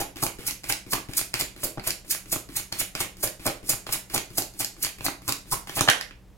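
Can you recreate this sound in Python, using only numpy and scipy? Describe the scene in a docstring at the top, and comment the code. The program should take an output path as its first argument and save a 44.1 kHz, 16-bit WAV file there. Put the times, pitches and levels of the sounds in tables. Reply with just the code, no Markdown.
"""Bright swishes and hollow knocks, about four a second: a deck of large cards is shuffled overhand above
a table, close to a stereo microphone in a quiet, slightly live room. Each packet is gripped, slides along
the deck and drops into the cupped hand; card edges tick and the palm thuds. At the end a loose card flips
out with a few loud clacks. A low hum lies underneath."""
import sys
import numpy as np
from scipy import signal
from scipy.fft import rfft, irfft, next_fast_len
from scipy.io import wavfile
from scipy.ndimage import uniform_filter1d

SR = 44100
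rng = np.random.default_rng(int(sys.argv[2]) if len(sys.argv) > 2 else 0)


def output_pcm(signal):
    """Save a mono or channel-first signal as 16-bit PCM at the path in sys.argv[1].

    Samples are clipped to [-1, 1] before scaling.
    """
    pcm = np.clip(np.atleast_2d(signal).T, -1, 1) * 32767
    wavfile.write(sys.argv[1], SR, np.round(pcm).astype(np.int16))


N = 280917

# packets dropping: (time [s], swell [s], edge hiss [dB], card flex [dB], knock [dB], hand hollow [Hz])
DROPS = [(0.009, .007, -26.5, -34, -30, 770), (0.236, 0.012, -22, -51, -28, 850),
         (0.480, 0.015, -23.5, -34.5, -43, 890), (0.699, 0.0093, -24, -30, -32.5, 800),
         (0.936, 0.024, -26, -30.5, -26.5, 994), (1.179, 0.0091, -18, -35.5, -47, 1030),
         (1.405, .013, -25.5, -28.5, -42.5, 780), (1.643, 0.0063, -20.5, -36, -31.5, 594),
         (1.875, 0.0067, -21.5, -35, -36.5, 580), (2.116, 0.013, -19.5, -31.5, -54.5, 810),
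         (2.328, 0.0084, -19, -35, -35, 560), (2.569, .009, -22.5, -33, -45, 810),
         (2.802, 0.012, -22, -32.5, -50.5, 820), (3.01, 0.0096, -25, -30, -35, 600),
         (3.239, 0.0085, -19, -35.5, -31, 560), (3.466, .011, -25.5, -32.5, -24.5, 610),
         (3.699, 0.0066, -16, -32, -36.5, 603), (3.932, 0.0094, -20.5, -33, -41, 880),
         (4.148, 0.008, -21.5, -39.5, -28.5, 820), (4.383, 0.009, -20.5, -36, -31, 744),
         (4.608, 0.014, -24.5, -36.5, -39, 770), (4.836, 0.012, -22.5, -29, -43, 1020),
         (5.054, 0.0083, -23.5, -34, -34.5, 744), (5.289, 0.0082, -25.5, -38, -28.5, 1075),
         (5.527, .012, -22, -38, -27.5, 1018), (5.776, 0.02, -27, -29, -29.5, 730)]
# what card edge, flexing card, packet and palm each radiate: (frequency [Hz], level [dB])
EDGE_SPECTRUM = [(1500, -56), (3500, -10), (4500, -1), (5500, -1), (6200, -3), (7000, -0.5), (7700, -1.5),
                 (8800, 2.5), (9900, -2), (11000, 1.5), (13200, -4.5), (14000, -3), (16000, -2)]
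FLEX_SPECTRUM = [(500, -40), (1000, -16.5), (1400, -1), (1800, 0.5), (2200, 5), (2650, 3.5), (3100, 1),
                 (3900, -3.5), (5000, -6.5), (9000, -51.5)]
PACKET_SPECTRUM = [(150, -21), (330, -4), (460, 3), (600, 8.5), (790, 7), (920, 3), (1080, 8.5), (1350, 3),
                   (2000, -13.5), (5000, -97.5)]
PALM_SPECTRUM = [(30, 5), (65, -20.5), (100, 7), (150, 3), (220, -8.5), (290, 1.5), (360, -2.5),
                 (480, -22.5), (1000, -45.5), (4000, -66)]
PARTS = (EDGE_SPECTRUM, FLEX_SPECTRUM, PACKET_SPECTRUM, PALM_SPECTRUM)
# balance of the room sound at the microphone: (frequency [Hz], left over right [dB])
ROOM_BALANCE = [(100, 11), (400, -6), (1000, -5), (2300, -5.5), (3800, 1), (5500, -6), (7000, -2.5),
                (8500, 1), (9700, -1), (10800, -11.5), (13000, -7), (16000, -14.5)]


def from_db(db):
    """Decibels to gain."""
    return 10 ** (np.asarray(db) / 20)


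def unit_power(x):
    """Scale to a mean square of one."""
    return x / np.sqrt(np.mean(x ** 2) + 1e-20)


def at_hz(points, hz):
    """Read a table on a log-frequency axis."""
    points = np.array(points)
    return np.interp(np.log(np.maximum(hz, 1)), np.log(points[:, 0]), points[:, 1])


def fft_grid():
    """Padded transform length and its frequencies."""
    size = 2 * next_fast_len(N // 2 + SR // 2)
    return size, np.arange(size // 2 + 1) * SR / size


def colour(x, spectrum):
    """Minimum-phase filter with the given spectrum; white noise keeps its power."""
    size, hz = fft_grid()
    cepstrum = irfft(np.log(unit_power(from_db(at_hz(spectrum, hz)))))
    cepstrum[1:size // 2] *= 2
    cepstrum[size // 2 + 1:] = 0
    return irfft(rfft(x, size) * np.exp(rfft(cepstrum)))[..., :N]


def resonance(force, hz, width_hz):
    """One damped mode of hand, card or room; gain 1 at its peak."""
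    r, w = np.exp(-np.pi * width_hz / SR), 2 * np.pi * hz / SR
    feed = (1 - r * r) / 2 * np.array([1, 0, -1])
    return signal.lfilter(feed, [1, -2 * r * np.cos(w), r * r], force + 1e-18)


def panned(balance, hz):
    """Left and right gains of constant total power."""
    gains = from_db(at_hz(balance, hz) * np.array([[.5], [-.5]]))
    return gains / np.sqrt(np.mean(gains ** 2, axis=0))


def swell(t, rise_s, fall_s, steepness=2):
    """A bell at half height at -rise_s and +fall_s; steeper flanks flatten its top."""
    return .5 ** (np.abs(t / np.where(t < 0, rise_s, fall_s)) ** steepness)


def landing(t, rise_s, decay_s):
    """A quick rise to t = 0, then an exponential decay."""
    return swell(np.minimum(t, 0), rise_s, rise_s) * np.exp(-np.maximum(t, 0) / decay_s)


def room_tone(air_db=-52.5, width=0.35):
    """The quiet room itself: a low rumble with a faint hum."""
    # steady air noise and the tones of the hum: (frequency [Hz], relative level [dB])
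    air_spectrum = [(15, -24.5), (33, -1.5), (50, -1), (72, -12.5), (120, -13.5), (155, -17.5), (195, -11),
                    (240, -24), (330, -21.5), (500, -23), (1200, -33), (4000, -40), (15000, -47)]
    hum_tones = [(118.4, -61.5), (188.4, -62.5), (301.5, -73.5)]
    mid, side = colour(rng.standard_normal((2, N)), air_spectrum)
    t = np.arange(N) / SR
    hum = sum(from_db(db + 1) * np.sin(2 * np.pi * (hz * t + rng.random())) for hz, db in hum_tones)
    return from_db(air_db) * (mid + width * side * [[1], [-1]]) + np.sqrt(2) * hum


def standing_waves(cards):
    """The low resonances of the room ring on after each knock."""
    # room modes: (frequency [Hz], level against the direct sound [dB], width [Hz])
    modes = [(278, 2.5, 7.3), (312.4, -3, 7.6), (341, 2, 10.3), (613, 0, 11), (804, 4, 20),
             (1032, -7.5, 16)]
    return sum(from_db(db) * resonance(cards, hz, width) * panned(ROOM_BALANCE, hz)
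               for hz, db, width in modes)


def reflections(size, hz, first_s=0.00046, build_s=0.001):
    """Stereo frequency response of the room: dense reflections that last longest in the midrange."""
    # colour of the room sound: (frequency [Hz], level [dB])
    room_spectrum = [(50, -34), (150, -13.5), (350, -2.5), (700, -3), (1200, -5.5), (2300, -1), (3600, -2),
                     (5000, -7), (7000, -1.5), (8500, -7), (11000, -2), (13000, -5), (16000, -10.5)]
    # reverberation: (frequency [Hz], time to fall by 60 dB [s])
    decay_times = [(100, 0.11), (500, 0.35), (2500, 0.28), (7000, 0.29), (11000, 0.24), (16000, 0.21)]
    # likeness of the room sound in both channels: (frequency [Hz], correlation [0-1])
    likeness = [(100, 0.6), (450, 0.92), (800, 0), (1200, 0.05), (5800, 0.27), (7000, 1), (9500, 0),
                (11000, 0.97), (16000, .72)]
    t = np.arange(SR * 2 // 3) / SR
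    onset = np.clip((t - first_s) / build_s, 0, 1)
    white, bins = rfft(rng.standard_normal((2, len(t)))), np.fft.rfftfreq(len(t), 1 / SR)
    band_edges, tail = np.r_[0, np.geomspace(150, SR / 2, 18)], 0
    for low, high in zip(band_edges, band_edges[1:]):
        centre = (low + high) / 2
        mid, side = irfft(white * ((bins >= low) & (bins < high)), len(t))
        alike = at_hz(likeness, centre)
        stereo = np.sqrt(1 + alike) * mid + np.sqrt(1 - alike) * side * [[1], [-1]]
        decay = onset * from_db(-60 * t / at_hz(decay_times, centre))
        tail = tail + stereo * decay / np.linalg.norm(decay)
    return rfft(tail, size) * from_db(at_hz(room_spectrum, hz)) * panned(ROOM_BALANCE, hz)


def at_microphone(cards, wet_db, wander_hz, places, right_lag_s=0.00013, in_phase_hz=7200):
    """Direct sound, reflections and standing waves reach the two microphone ports."""
    # balance of the direct sound: (frequency [Hz], left over right [dB])
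    direct_balance = [(100, 6.5), (350, 6), (700, -4), (1700, 1), (3000, 0.5), (6000, -2), (7000, 4),
                      (8300, 10.5), (9500, 11), (10800, -13), (13000, -4), (16000, -26.5)]
    size, hz = fft_grid()
    direct = panned(direct_balance, hz).astype(complex)
    # the left port is reached first; the top of the treble is nearly in phase in both
    direct[1] *= np.exp(-2j * np.pi * np.minimum(hz, in_phase_hz) * right_lag_s)
    # the point of contact darts over the cards, and each place has its own reflections
    rates = wander_hz * rng.uniform(.5, 2, (places, 1))
    nearness = np.cos(2 * np.pi * (rates * np.arange(N) / SR + rng.random((places, 1))))
    nearness /= np.linalg.norm(nearness, axis=0)
    reflected = sum(rfft(cards * share, size) * reflections(size, hz) for share in nearness)
    return irfft(rfft(cards, size) * direct + from_db(wet_db) * reflected)[:, :N] + standing_waves(cards)


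def slips(per_s, spread_db, hiss):
    """Card on card: tiny slips of uneven size over a share of smooth hiss; unit power."""
    sizes = from_db(spread_db * np.minimum(rng.exponential(1, N), 3)) * rng.choice([-1, 1], N)
    impulses = unit_power(sizes * (rng.random(N) < per_s / SR))
    return unit_power(impulses + hiss * rng.standard_normal(N))


def flutter(rate_hz, depth_db):
    """Card after card slips past: a fast random gain of unit power."""
    knots = np.clip(rng.standard_normal(N // 20), -2, 2)
    wobble = np.interp(np.arange(N) * rate_hz / SR, np.arange(len(knots)), knots)
    return unit_power(from_db(depth_db * wobble))


def friction(fine, coarse, even_s=0.011):
    """Fine slips sound through the edge, coarse ones through flex, packet and palm; levels are evened."""
    parts = np.array([colour(x, part) for x, part in zip((fine, coarse, coarse, coarse), PARTS)])
    window = int(even_s * SR)
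    power = uniform_filter1d(uniform_filter1d(parts ** 2, window), window)
    return parts / np.sqrt(np.abs(power) + 1e-3)


def contacts(hits, tone, chatter_s, chatter, trim_db, contact_s=0.002, heavy_share=0.43):
    """Each hit is a sharp contact and a brief card chatter, which the heavy packet and palm follow less."""
    force, t = np.zeros((4, N)), np.arange(SR // 100) / SR
    loose = chatter * np.array([[1], [1], [heavy_share], [heavy_share]])
    scale = np.sqrt(contact_s * SR / (1 + loose ** 2))
    for s, *levels in hits:
        rattle = rng.standard_normal(len(t)) * np.exp(-t / chatter_s)
        pulse = scale * ((t == 0) + loose * rattle / np.linalg.norm(rattle))
        start = round(s * SR)
        force[:, start:start + len(t)] += from_db(np.add(levels, trim_db))[:, None] * pulse
    return colour(sum(colour(x, part) for x, part in zip(force, PARTS)), tone)


def grips(light_db=-50, lead_s=.07):
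    """One grip between drops, light or firm: (time [s], slide [dB], bump [dB], next drop [s])."""
    # firm grips, which bump the deck: (time [s], slide [dB], finger bump [dB])
    firm_grips = [(0.159, -39.5, -29), (0.386, -41.5, -24.5), (0.636, -40, -37), (0.864, -47, -27),
                  (1.087, -42.5, -22), (1.336, -33.5, -49), (1.563, -45, -43), (1.84, -37, -60),
                  (2.489, -46, -31), (2.721, -38.5, -54), (2.952, -35, -60), (3.396, -43.5, -32),
                  (3.63, -47, -30.5), (3.865, -39, -51), (4.099, -41, -44), (4.304, -49, -34),
                  (4.985, -46, -35), (5.673, -39.5, -50.5)]
    rows = []
    for (previous, *_), (drop, *_) in zip(DROPS, DROPS[1:]):
        firm = [grip for grip in firm_grips if previous < grip[0] < drop]
        grip = firm[0] if firm else (drop - lead_s, light_db, -np.inf)
        rows.append((*grip, drop))
    return rows


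def packet_lifts(trim_db=(-7.5, -2, -8), bump_trim_db=-9.5, handling_db=-53, ease_s=.02):
    """Fingers grip the deck, then the faces of the cards rub until the next drop."""
    force = np.zeros((4, N))   # edge, flex, packet, palm
    for s, grip_db, bump_db, drop in grips():
        span = np.arange(int((s - .02) * SR), int((drop + .02) * SR))
        t = span / SR - s
        rubbing = swell(t - np.clip(t, 0, drop - s), rise_s=0.001, fall_s=0.023)   # held until the drop
        easing = from_db(-10.5 + 3 * np.exp(-np.maximum(t, 0) / ease_s))   # the moving packet loosens
        bending = from_db(0.151 * (grip_db + 50))   # a firmer grip flexes the cards more
        shapes = [rubbing, rubbing * easing * bending, rubbing * easing]
        force[:3, span] += from_db(np.add(trim_db, grip_db))[:, None] * shapes
        bump = from_db(bump_db + bump_trim_db) * landing(t - .005, rise_s=0.0018, decay_s=0.005)
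        force[3, span] += bump + from_db(handling_db) * rubbing
    rub = slips(per_s=850, spread_db=2, hiss=0.84) * flutter(rate_hz=140, depth_db=5)
    return np.sum(force * friction(rub, rub), axis=0)


def light_ticks(catch_db=-47, settle_db=-37, settle_s=0.037, spread_db=3):
    """An edge catches at each grip, two cards settle after each drop: (time [s], level [dB], hardness)."""
    caught = [(s, catch_db) for s, *_ in grips()]
    settling = [(s + settle_s * rng.random(), settle_db) for s, *_ in DROPS for _ in range(2)]
    s, db = np.transpose(caught + settling)
    louder, harder = rng.standard_normal((len(s), 2)).T
    return np.column_stack([s, db + spread_db * louder, 0.61 + 0.15 * harder])


def deck_snaps():
    """Snaps and ticks in the hands: hard contacts ring the card edges, soft ones the packet and palm."""
    # clear snaps and taps: (time [s], level [dB], hardness [0 flat on the palm, 1 edge on edge])
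    snaps = [(0.1691, -36.5, 0.67), (0.2272, -21.5, 0.44), (0.2655, -23.5, 0.8), (0.509, -28, 1),
             (0.6413, -31.5, 0.64), (0.7061, -29, 0.19), (0.724, -20, 0.86), (0.9335, -22, 0.82),
             (1.0935, -35, 0.025), (1.1348, -30.5, 0.71), (1.1918, -28, 0.69), (1.2126, -25, 0.58),
             (1.3407, -21.5, 0.72), (1.3485, -34.5, 0.48), (1.3565, -30, 0.67), (1.4105, -22.5, 0.83),
             (1.419, -23.5, 0), (1.7736, -24.5, 0), (1.7799, -27.5, 0.093), (1.7964, -31.5, 0.39),
             (1.8856, -34, 0.51), (1.906, -22.5, 0.87), (2.1488, -28, 0.47), (2.3391, -28, 0.51),
             (2.3599, -25, 0.1), (2.5973, -26.5, 0.39), (2.7251, -23.5, 0.64), (2.8134, -28.5, 0.42),
             (2.9512, -24.5, 0.56), (2.9567, -33, 0.31), (3.0045, -22.5, 0.59), (3.0151, -39, 0.75),
             (3.2747, -26.5, 0.74), (3.4655, -21.5, 0.91), (3.4749, -24, 0.67), (3.4987, -27.5, 0.29),
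             (3.7342, -25.5, 0.2), (3.8672, -28.5, 0.4), (3.891, -28, 0.39), (3.934, -31, 0.61),
             (3.9566, -27.5, 0), (4.0999, -42, 0.51), (4.1615, -20, 0.46), (4.1784, -21, 0.65),
             (4.3832, -24.5, 0.88), (4.4215, -28.5, 0.95), (4.5985, -31.5, 1), (4.6077, -26, 0.59),
             (4.6465, -23, 0.99), (4.8477, -22, 0.83), (4.8669, -26.5, 0.52), (5.0077, -31.5, 0.38),
             (5.0644, -19.5, 0.58), (5.083, -23, 0.27), (5.2795, -26.5, 0.98), (5.2919, -21, .75),
             (5.3229, -19, 0.95), (5.5421, -29.5, 0.44), (5.672, -33.5, 0.51), (5.695, -28.5, 0.52)]
    # how edge, flex, packet and palm respond: (best hardness [0-1], level there [dB], loss one off [dB])
    response = [(0.99, 2.5, 42.5), (0.6, -2.5, 43), (0.22, -4, 21.5), (0.0076, -0.5, 18.5)]
    # colour of a small snap: (frequency [Hz], level [dB])
    tone = [(100, 3), (1300, 5), (2200, 4), (3500, 3.5), (4500, 10.5), (7000, 10.5), (8500, 6), (11000, 4),
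            (16000, 4)]
    s, db, hardness = np.vstack([snaps, light_ticks()]).T
    best, best_db, loss_db = np.transpose(response)
    part_db = db[:, None] + best_db - loss_db * (hardness[:, None] - best) ** 2
    hits = np.column_stack([s, part_db])
    return contacts(hits, tone, chatter_s=0.0018, chatter=1.75, trim_db=(-0.6, 1.3, -0.22, 0.85))


def loose_card():
    """A stiff card flips out beside the deck, hits, rings briefly and settles."""
    # its hits: (time [s], edge hiss [dB], card flex [dB], knock [dB], palm thud [dB])
    hits = [(5.7922, -22, -28.5, -30, -31.5), (5.8088, -10, -27, -22, -20),
            (5.8762, -35.5, -26, -24, -41.5), (5.8845, -29, -15, -28, -18.5),
            (5.8868, -19, -11.5, -14.5, -19.5), (5.8994, -11.5, -18.5, -27, -28.5),
            (5.9075, -38.5, -31, -38.5, -46.5), (6.0105, -27, -27.5, -37.5, -57.5),
            (6.1092, -55, -44.5, -57, -44.5)]
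    # their colour: (frequency [Hz], level [dB])
    tone = [(70, -6), (140, 0), (300, -2), (700, 1.5), (1000, 3.5), (1350, 0.5), (1750, 8), (2100, -0.5),
            (2500, 2), (3300, 2.5), (4500, 2.5), (5800, 0), (7000, 1), (8500, -5.5), (11000, -7.5),
            (16000, -12)]
    # modes of the card: (frequency [Hz], level [dB], width [Hz])
    modes = [(1340, -3.5, 90), (1714, 3, 130), (1960, -3.5, 130), (2450, -5.5, 120)]
    clacks = contacts(hits, tone, chatter_s=0.0017, chatter=4.7, trim_db=(1, -4, -2.5, 0))
    return clacks + sum(from_db(db) * resonance(clacks, hz, width) for hz, db, width in modes)


def packet_drops(approach_db=-18, usual_thud_db=-37.5, thud_follows=0.68, trim_db=(-.3, -1.8, -.5, 0)):
    """The packet scrapes faster and faster, then lands with a knock in the cupped palm."""
    # extra sizzle of the card edges at full speed: (frequency [Hz], level [dB])
    sizzle_spectrum = [(3000, -45), (6500, -21.5), (8500, -8), (10000, 0), (11200, -5.5), (13200, 10),
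                       (15500, -6.5)]
    fine = slips(per_s=14000, spread_db=0.5, hiss=0.42) * flutter(rate_hz=350, depth_db=3.5)
    coarse = slips(per_s=600, spread_db=4.5, hiss=0.93) * flutter(rate_hz=110, depth_db=6)
    rub, out = friction(fine, coarse), np.zeros(N)
    rub[1] *= flutter(rate_hz=120, depth_db=3.5)   # single cards bend and flick free
    sizzle = from_db(-8.5) * colour(slips(per_s=22000, spread_db=0.5, hiss=0.55), sizzle_spectrum)
    usual_knock_db = np.mean(DROPS, axis=0)[4]
    for s, rise_s, edge_db, flex_db, knock_db, hollow_hz in DROPS:
        thud_db = usual_thud_db + thud_follows * (knock_db - usual_knock_db)
        gains = from_db(np.add([edge_db, flex_db, knock_db, thud_db], trim_db))
        span = np.arange(max(0, int((s - .1) * SR)), min(N, int((s + .2) * SR)))
        t = span / SR - s
        speed = swell(t, rise_s, fall_s=0.0067, steepness=np.where(t < 0, 3.1, 2.4))
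        scrape = np.hypot(speed, from_db(approach_db) * swell(t, rise_s=0.029, fall_s=0.022))
        shapes = [scrape, landing(t, 0.01, 0.019), landing(t, 0.007, 0.013), landing(t, 0.0075, 0.027)]
        edge, flex, knock, thud = gains[:, None] * shapes * rub[:, span]
        bright = from_db(edge_db) * speed ** 2 * sizzle[span]   # a faster slide is a brighter one
        cupped = from_db(-5) * knock + from_db(2) * resonance(knock, hollow_hz, width_hz=130)
        out[span] += edge + bright + flex + cupped + thud
    return out


def scene():
    """The deck in the hands, its close snaps and the loose card, heard in the room over its hum."""
    snaps, clacks = deck_snaps(), loose_card()
    shuffle = at_microphone(packet_drops() + packet_lifts(), wet_db=0, wander_hz=40, places=6)
    snapping = at_microphone(snaps, wet_db=-1.5, wander_hz=39.83, places=3)
    flip = at_microphone(clacks, wet_db=-0.5, wander_hz=69.63, places=4)
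    nudge_right = from_db([[-0.8], [0.8]])
    return room_tone() + snapping + flip * nudge_right + shuffle


def record(dry, cutoff_hz=16000):
    """The recorder clips at full scale and cuts the top of the treble."""
    low_pass = signal.ellip(12, .1, 90, cutoff_hz, fs=SR, output="sos")
    return signal.sosfilt(low_pass, np.clip(dry, -1, 1))


dry = scene()
out = record(dry)
output_pcm(out)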